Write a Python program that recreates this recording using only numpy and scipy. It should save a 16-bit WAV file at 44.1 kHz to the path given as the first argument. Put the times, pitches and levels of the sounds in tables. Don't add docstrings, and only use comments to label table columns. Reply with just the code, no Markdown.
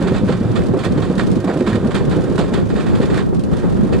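import sys
import numpy as np
from scipy import signal
from scipy.fft import rfft, irfft
from scipy.io import wavfile
from scipy.ndimage import uniform_filter1d, minimum_filter1d

SR = 44100
rng = np.random.default_rng(int(sys.argv[2]) if len(sys.argv) > 2 else 0)


def file_out(sig):
    cols = np.atleast_2d(sig).T
    lim = np.clip(cols, -1, 1)
    pcm = np.round(lim * 32767).astype(np.int16)
    wavfile.write(sys.argv[1], SR, pcm)


N = 176400


def amp(db):
    return 10 ** (np.asarray(db) / 20)


def unit(x):
    return x / np.sqrt(np.mean(x ** 2) + 1e-20)


def fader(points):
    return amp(np.interp(np.arange(N) / SR, *np.transpose(points)))


def add(mix, s, sound):
    part = mix[..., max(round(s * SR), 0):][..., :sound.shape[-1]]
    part += sound[..., :part.shape[-1]]


def colour(x, spectrum, modes=(), size=8192):
    hz = abs(np.fft.fftfreq(size, 1 / SR))
    eq_hz, eq_db = np.transpose(spectrum)
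    db = np.interp(np.log(hz + 1), np.log(eq_hz), eq_db)
    db += sum(boost / (1 + (2 * (hz - centre) / width) ** 2) for centre, width, boost in modes)
    minimum_phase = np.exp(np.conj(signal.hilbert(np.log(amp(db)))))
    ring = np.fft.ifft(minimum_phase).real[:size // 2]
    return signal.oaconvolve(x, ring[None] / np.linalg.norm(ring), axes=1)[:, :N]


def place(pair, likeness, right_db):
    c = np.clip(likeness, -.99, .99)
    mid, side = pair[0] * np.sqrt((1 + c) / 2), pair[1] * np.sqrt((1 - c) / 2)
    return np.array([(mid + side) * amp(-right_db / 2), (mid - side) * amp(right_db / 2)])


def impacts(per_s, spread_db, ring_s, wash):
    size = amp(spread_db * np.minimum(rng.exponential(1, N), 3.5)) * (rng.random(N) < per_s / SR)
    power = signal.lfilter([1], [1, -np.exp(-2 / (ring_s * SR))], size ** 2)
    return unit(noise(power / power.mean() + wash ** 2))


def noise(power):
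    return np.sqrt(power) * rng.standard_normal((2, N))


def strike(t, rise_s, ring_s):
    return np.clip(t / rise_s, 0, 1) * np.exp(-np.maximum(t - rise_s, 0) / ring_s)


def blows(rows):
    power, t = np.zeros(N), np.arange(SR // 3) / SR
    for s, db, rise_s, ring_s in rows:
        add(power, s, (amp(db) * strike(t, rise_s, ring_s)) ** 2)
    return power


# (time [s], level [dB])
CROP_FLOW = [(0, -23), (.3, -21), (.65, -26), (.9, -21.5), (1.4, -22.5), (1.7, -19.5), (1.9, -22),
             (2.25, -23), (2.65, -27), (3, -22.5), (3.3, -27), (3.7, -26.5), (3.85, -25.5), (4, -21.5)]
# (time [s], gain [dB])
BASS_RIDE = [(0, 6.5), (.4, 2.5), (1, 2), (1.4, -4), (1.8, 2.5), (2.4, 0), (3, -4), (4, -0.5)]
# (frequency [Hz], gain [dB])
HOPPER_EQ = [(25, -20.5), (55, -12), (80, -10.5), (103, -5.5), (130, -4.5), (195, -3.5), (275, -7),
             (375, -7), (440, -12), (500, -7.5), (700, -24), (1200, -29), (3000, -72)]
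# (frequency [Hz], width [Hz], boost [dB])
PANEL_MODES = [(181.3, 18, 6.5), (386, 6.3, 2.5), (482.6, 7.7, 0.5)]

def tumbling():
    taps = rng.uniform(-1.06, 1, N) * (rng.random(N) < 300 / SR)
    drumming = impacts(per_s=100, spread_db=1.5, ring_s=.008, wash=.5) * np.array([[.7], [1]])
    drumming[0] += 0.9 * unit(taps)
    rumble = place(colour(drumming, HOPPER_EQ, PANEL_MODES), likeness=0.99, right_db=2.5)
    rumble *= fader(CROP_FLOW)
    bass = signal.sosfiltfilt(signal.butter(2, 160, fs=SR, output="sos"), rumble)
    return rumble + bass * (fader(BASS_RIDE) - 1)


# (time [s], level [dB])
BELT_LOAD = [(0, 6.5), (.25, 2), (.6, 6), (.72, 1.5), (1.05, 3.5), (1.4, 2), (1.52, 5.5), (1.85, 4.5),
             (2.2, 6.5), (2.5, 3), (2.67, -0.5), (2.8, 5), (3.18, 6), (3.3, -6), (3.47, -2), (3.6, 4.5),
             (3.75, 2), (4, 3)]
# (time [s], level [dB], attack [s], decay [s])
RATTLE_BURSTS = [(0.0144, -27.5, 0.023, 0.026), (0.0665, -23.5, 0.011, 0.035), (0.1344, -24, 0.023, 0.029),
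                 (0.279, -23.5, 0.0089, 0.033), (0.32, -22.5, 0.0052, 0.017), (0.5484, -22.5, 0.016, 0.022),
                 (0.783, -28, 0.0083, 0.086), (0.8344, -21, 0.012, 0.023), (0.9694, -26, 0.0097, 0.017),
                 (1.016, -26.5, 0.0073, 0.05), (1.187, -21, 0.0087, 0.037), (1.4674, -28, 0.012, 0.049),
                 (1.6014, -23, 0.0075, 0.0039), (1.66, -21.5, 0.013, 0.045), (1.7294, -24.5, 0.031, 0.0096),
                 (1.905, -25, 0.0062, 0.022), (1.9415, -18.5, 0.012, 0.028), (2.107, -25, 0.0089, 0.04),
                 (2.3784, -19, 0.0014, 0.044), (2.529, -23, 0.014, 0.041), (2.698, -29, 0.0053, 0.029),
                 (2.7477, -27.5, 0.019, 0.065), (2.7874, -27, 0.018, 0.015), (2.8594, -30, 0.0082, 0.061),
                 (2.9487, -24, 0.0054, 0.012), (3.012, -24.5, 0.013, 0.029), (3.098, -24.5, 0.002, 0.023),
                 (3.1358, -24.5, 0.011, 0.041), (3.1655, -23.5, 0.031, 0.016),
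                 (3.5274, -29.5, 0.0053, 0.017), (3.918, -26, 0.016, 0.021)]
# (frequency [Hz], gain [dB])
CLASH_EQ = [(500, -2.5), (1300, 8), (2000, 1), (2800, -3), (3500, -1.5), (4500, -7), (5800, -17.5),
            (7300, -11), (9000, -17), (11000, -34), (15500, -49)]
# (frequency [Hz], gain [dB])
CLANK_EQ = [(150, -46), (350, 18.5), (520, 5.5), (750, 2.5), (1100, -3.5), (1550, -2.5), (2100, -14.5),
            (3500, -56.5), (9000, -56.5)]
# (frequency [Hz], width [Hz], boost [dB])
FRAME_MODES = [(1060.5, 27, 7.5), (1560, 35, 0.5), (1849, 40, 8.5), (2376, 37, 7.5), (2590, 41, 7.5),
               (3030, 36, 6), (3260, 72, 3), (3490, 33, 8), (3750, 74, 5.5), (4350, 59, 8), (4820, 120, 6)]

def conveyor():
    load, burst_power = fader(BELT_LOAD), blows(RATTLE_BURSTS)
    clash = impacts(per_s=420, spread_db=-5, ring_s=0.009, wash=1)
    clash *= np.sqrt(burst_power * amp(-5) ** 2 + (load * amp(-48)) ** 2)
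    clank = impacts(per_s=300, spread_db=2, ring_s=0.013, wash=1)
    clank *= np.sqrt(burst_power * amp(0.5) ** 2 + (load * amp(-34.5)) ** 2)
    return (place(colour(clash, CLASH_EQ, FRAME_MODES), likeness=0.82, right_db=7.5)
            + place(colour(clank, CLANK_EQ, FRAME_MODES), likeness=0.99, right_db=3.5))


# (time [s], level [dB])
STONE_TICKS = [(.0228,-31),(.181,-31),(.284,-35),(.79,-32),(.837,-37),(.847,-24.5),(.9204,-30),(1.179,-28.5),(1.268,-29.5),(1.314,-30),(1.3554,-32),(1.401,-31),(1.4426,-28.5),(1.571,-31),(1.667,-37),(1.87,-31),(1.945,-26),(1.958,-27.5),(2.05,-32.5),(2.105,-36),(2.356,-29.5),(2.389,-26),(2.5376,-25.5),(2.892,-44),(3.055,-30),(3.143,-29.5),(3.173,-27),(3.3464,-33.5),(3.393,-33.5),(3.436,-31.5),(3.5685,-34),(3.621,-43)]
# (frequency [Hz], gain [dB])
GRIT_EQ = [(800, -10), (2500, 6.5), (4000, 4), (5800, 0.5), (7500, -2.5), (9300, -1.5), (11000, -14.5),
           (15500, -26)]

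def grit():
    patter = amp(-49.5) * impacts(per_s=37, spread_db=0, ring_s=0.0093, wash=0.89)
    patter *= fader(BELT_LOAD) ** .5
    t = np.arange(SR // 12) / SR
    tick = strike(t, rise_s=0.0014, ring_s=0.0091)
    for s, db in STONE_TICKS:
        add(patter, s, amp(db - 6) * tick * rng.standard_normal((2, len(t))))
    return place(colour(patter, GRIT_EQ), likeness=0.48, right_db=4)


def whine(pitch_hz=6850, half_width_hz=10):
    hz = np.fft.rfftfreq(N, 1 / SR)
    tone = irfft(rfft(noise(1)) / (1 + ((hz - pitch_hz) / half_width_hz) ** 2), N)
    return amp(-68) * place(unit(tone * fader(BELT_LOAD)), likeness=.6, right_db=7)


# (time [s], level [dB])
WIND_GUSTS = [(0, -21), (0.2, -14.5), (0.42, -22), (0.58, -7.5), (0.8, -21), (0.95, -13), (1.1, -21),
              (1.33, -11.5), (1.53, -37), (1.8, -22), (2.0, -11.5), (2.35, -14.5), (2.62, -11.5),
              (2.88, -12), (3.2, -10.5), (3.5, -15), (3.68, -11.5), (4, -12.5)]
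# (frequency [Hz], gain [dB])
WIND_EQ = [(15, -27), (35, -8), (65, -2.5), (110, -2), (180, 2), (260, -4), (400, -9.5), (650, -22.5),
           (1200, -30), (3000, -65)]

def wind():
    eddies = impacts(per_s=90, spread_db=2, ring_s=.018, wash=.6) * fader(WIND_GUSTS)
    return amp(-3.5) * place(colour(eddies, WIND_EQ), likeness=-0.65, right_db=0.55)


# (time [s], level [dB], pitch [Hz], decay [s])
PLATE_HITS = [(.012,-13,289,0.027),(.064,-15,378,0.045),(.117,-12.5,378,0.0088),(.192,-17,298,0.012),(.293,-9.5,517,0.0034),(.441,-15,303,0.026),(.588,-16,484,0.014),(0.734,-7,376,0.016),(.766,-10.5,300,.007),(.849,-16.5,377,0.01),(.982,-10,306,0.0037),(1.097,-9.5,301,0.01),(1.275,-17.5,430,0.0042),(1.439,-11.5,327,0.0095),(1.488,-6,391,0.0066),(1.494,-13.5,530,0.005),(1.56,-12,309,0.018),(1.607,-9.5,368,0.02),(1.672,-23,359,.013),(1.756,-17,470,0.011),(1.84,-13,377,0.026),(2.012,-23.5,390,0.027),(2.16,-11.5,298,0.043),(2.27,-17.5,482,0.0072),(2.312,-13.5,361.5,0.02),(2.407,-13.5,512,0.017),(2.519,-10,427,0.0057),(2.574,-12,370,0.008),(2.768,-14,490,.012),(2.934,-14,372,0.017),(3.0,-14.5,470,.007),(3.026,-17,322,0.011),(3.325,-14.5,383,0.0052),(3.638,-15,393,.014),(3.923,-11.5,403,0.0071)]
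# (frequency [Hz], gain [dB])
PLATE_EQ = [(100, -29), (220, 7), (350, 10), (520, 6.5), (750, -2.5), (1100, -8), (1550, -13.5),
            (2100, -21.5), (3500, -38.5), (9000, -57)]

def knocks(rise_s=0.0031, scatter_ring_s=0.023, sag=0.032):
    notes, t = np.zeros(N), np.arange(SR // 5) / SR
    for s, db, hz, ring_s in PLATE_HITS:
        pitch = hz * (1 + sag * (2 * np.exp(-t / ring_s) - 1))
        tone = np.sin(2 * np.pi * (np.cumsum(pitch) / SR + rng.random()))
        add(notes, s, amp(db - 2) * strike(t, rise_s, ring_s) * tone)
    power = blows([(s, db - 9, rise_s, scatter_ring_s) for s, db, _, _ in PLATE_HITS])
    scatter = colour(noise(power), PLATE_EQ, PANEL_MODES)
    return place(scatter + np.array([notes, 0 * notes]), likeness=0.99, right_db=3)


# (time [s], level [dB], pitch [Hz], decay [s])
BELT_HITS = [(0.013,-6.5,188,0.029),(0.11,-2.5,216,0.01),(.228,0,190,0.019),(0.402,0,201,0.008),(.448,-5.5,108.3,0.031),(0.535,-6.5,207.5,0.019),(0.698,-3,107.5,0.025),(.974,-4,176,0.0079),(1.091,-3,198,0.0095),(1.167,-6,199.6,0.029),(1.318,-7.5,194,0.01),(1.362,0,243,0.0068),(1.469,-4.5,200,0.0072),(1.605,-4,238,0.014),(1.671,-3.5,203,.025),(1.741,-3.5,238,.009),(1.836,-4,203,0.012),(1.847,-5,229,0.023),(2.292,-5.5,247,0.016),(2.383,1,197.5,0.0061),(2.511,-5,216.4,0.027),(2.746,-5,194,0.018),(2.996,1,234,0.0042),(3.146,-8,200,0.011),(3.648,-8.5,223,0.0086),(3.787,-2.5,217,.008),(3.822,-4,194.5,0.022),(3.854,-6,276,0.0068)]

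def thumps(rise_s=0.0086, sag=0.15):
    thuds, t = np.zeros(N), np.arange(SR // 4) / SR
    for s, db, hz, ring_s in BELT_HITS:
        pitch = hz * (1 + sag * (2 * np.exp(-t / ring_s / 2) - 1))
        tone = np.sin(2 * np.pi * (np.cumsum(pitch) / SR + rng.random()))
        add(thuds, s, amp(db - 6.5) * strike(t, rise_s, 2 * ring_s) ** 2 * tone)
    return place([thuds, 0 * thuds], likeness=0.78, right_db=2)


# (time [s], level [dB])
STEEL_HITS = [(0.015,-22),(0.148,-24),(.279,-26),(.294,-39),(0.563,-20),(.62,-25),(.835,-17.5),(.85,-38),(1.18,-18.5),(1.195,-13),(1.664,-25),(1.73,-20),(1.944,-24),(2.109,-33),(2.378,-32),(2.538,-28),(2.782,-33),(3.0139,-22.5),(3.097,-34),(3.135,-22.5),(3.178,-18)]
# (frequency [Hz], gain [dB])
CLACK_EQ = [(400,-5),(1000,1.5),(1700,7.5),(2600,-10),(4200,-7.5),(5800,-27),(8500,-19.5),(11000,-44.5)]

def clacks(rise_s=0.00065, ring_s=0.0048):
    power = blows([(s, db - 4, rise_s, ring_s) for s, db in STEEL_HITS])
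    return place(colour(noise(power), CLACK_EQ, FRAME_MODES), likeness=0.48, right_db=2)


# (time [s], level [dB])
WALL_HITS = [(0.229, -17.5), (0.346, -15), (0.497, -13), (0.864, -14), (0.988, -15.5), (1.38, -18),
             (1.721, -13.5), (2.016, -22.5), (2.299, -26), (2.623, -15.5)]

def booms(pitch_hz=106.2):
    wall, t = np.zeros(N), np.arange(SR // 4) / SR
    envelope = strike(t, rise_s=0.0081, ring_s=0.042)
    for s, db in WALL_HITS:
        add(wall, s, amp(db - 1) * envelope * np.sin(2 * np.pi * (pitch_hz * t + rng.random())))
    return place([wall, 0 * wall], likeness=0.78, right_db=2)


# (time [s], level [dB])
CHUTE_HITS = [(0.289, -26), (1.472, -21), (1.49, -21.5), (1.837, -28), (2.386, -23.5), (3.642, -28)]
# (frequency [Hz], gain [dB])
CHUTE_EQ = [(330, -18), (600, 13), (1450, -3.5), (2400, -22), (10000, -69)]

def clumps(rise_s=0.0046, ring_s=0.029):
    power = blows([(s, db, rise_s, ring_s) for s, db in CHUTE_HITS])
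    return place(colour(noise(power), CHUTE_EQ), likeness=0.8, right_db=3.5)


def scene(lag_rad=.4):
    left, right = (tumbling() + thumps() + booms() + conveyor() + clacks() + knocks()
                   + grit() + whine() + clumps())
    analytic = signal.hilbert(np.concatenate([left, left[::-1]]))[:N]
    left = (analytic * np.exp(-1j * lag_rad)).real
    return np.array([left, right]) + wind()


def record(dry, ceiling=.97, cutoff_hz=15850):
    mid, side = dry.mean(0), (dry[0] - dry[1]) / 2
    shelf = signal.firwin2(63, [0, 9000, 10800, SR / 2], amp([0, 0, 6.5, 6.5]), fs=SR)
    side = signal.lfilter(shelf, 1, np.pad(side, (0, 31), "edge"))[31:]
    wide = np.array([mid + side, mid - side])
    safe_gain = np.minimum(ceiling / (abs(wide).max(0) + 1e-9), 1)
    gain = uniform_filter1d(minimum_filter1d(safe_gain, size=301), size=301)
    lowpass = signal.firwin(511, cutoff_hz, window=("kaiser", 9), fs=SR)
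    return signal.oaconvolve(wide * gain, lowpass[None], "same")


dry = scene()
out = record(dry)
file_out(out)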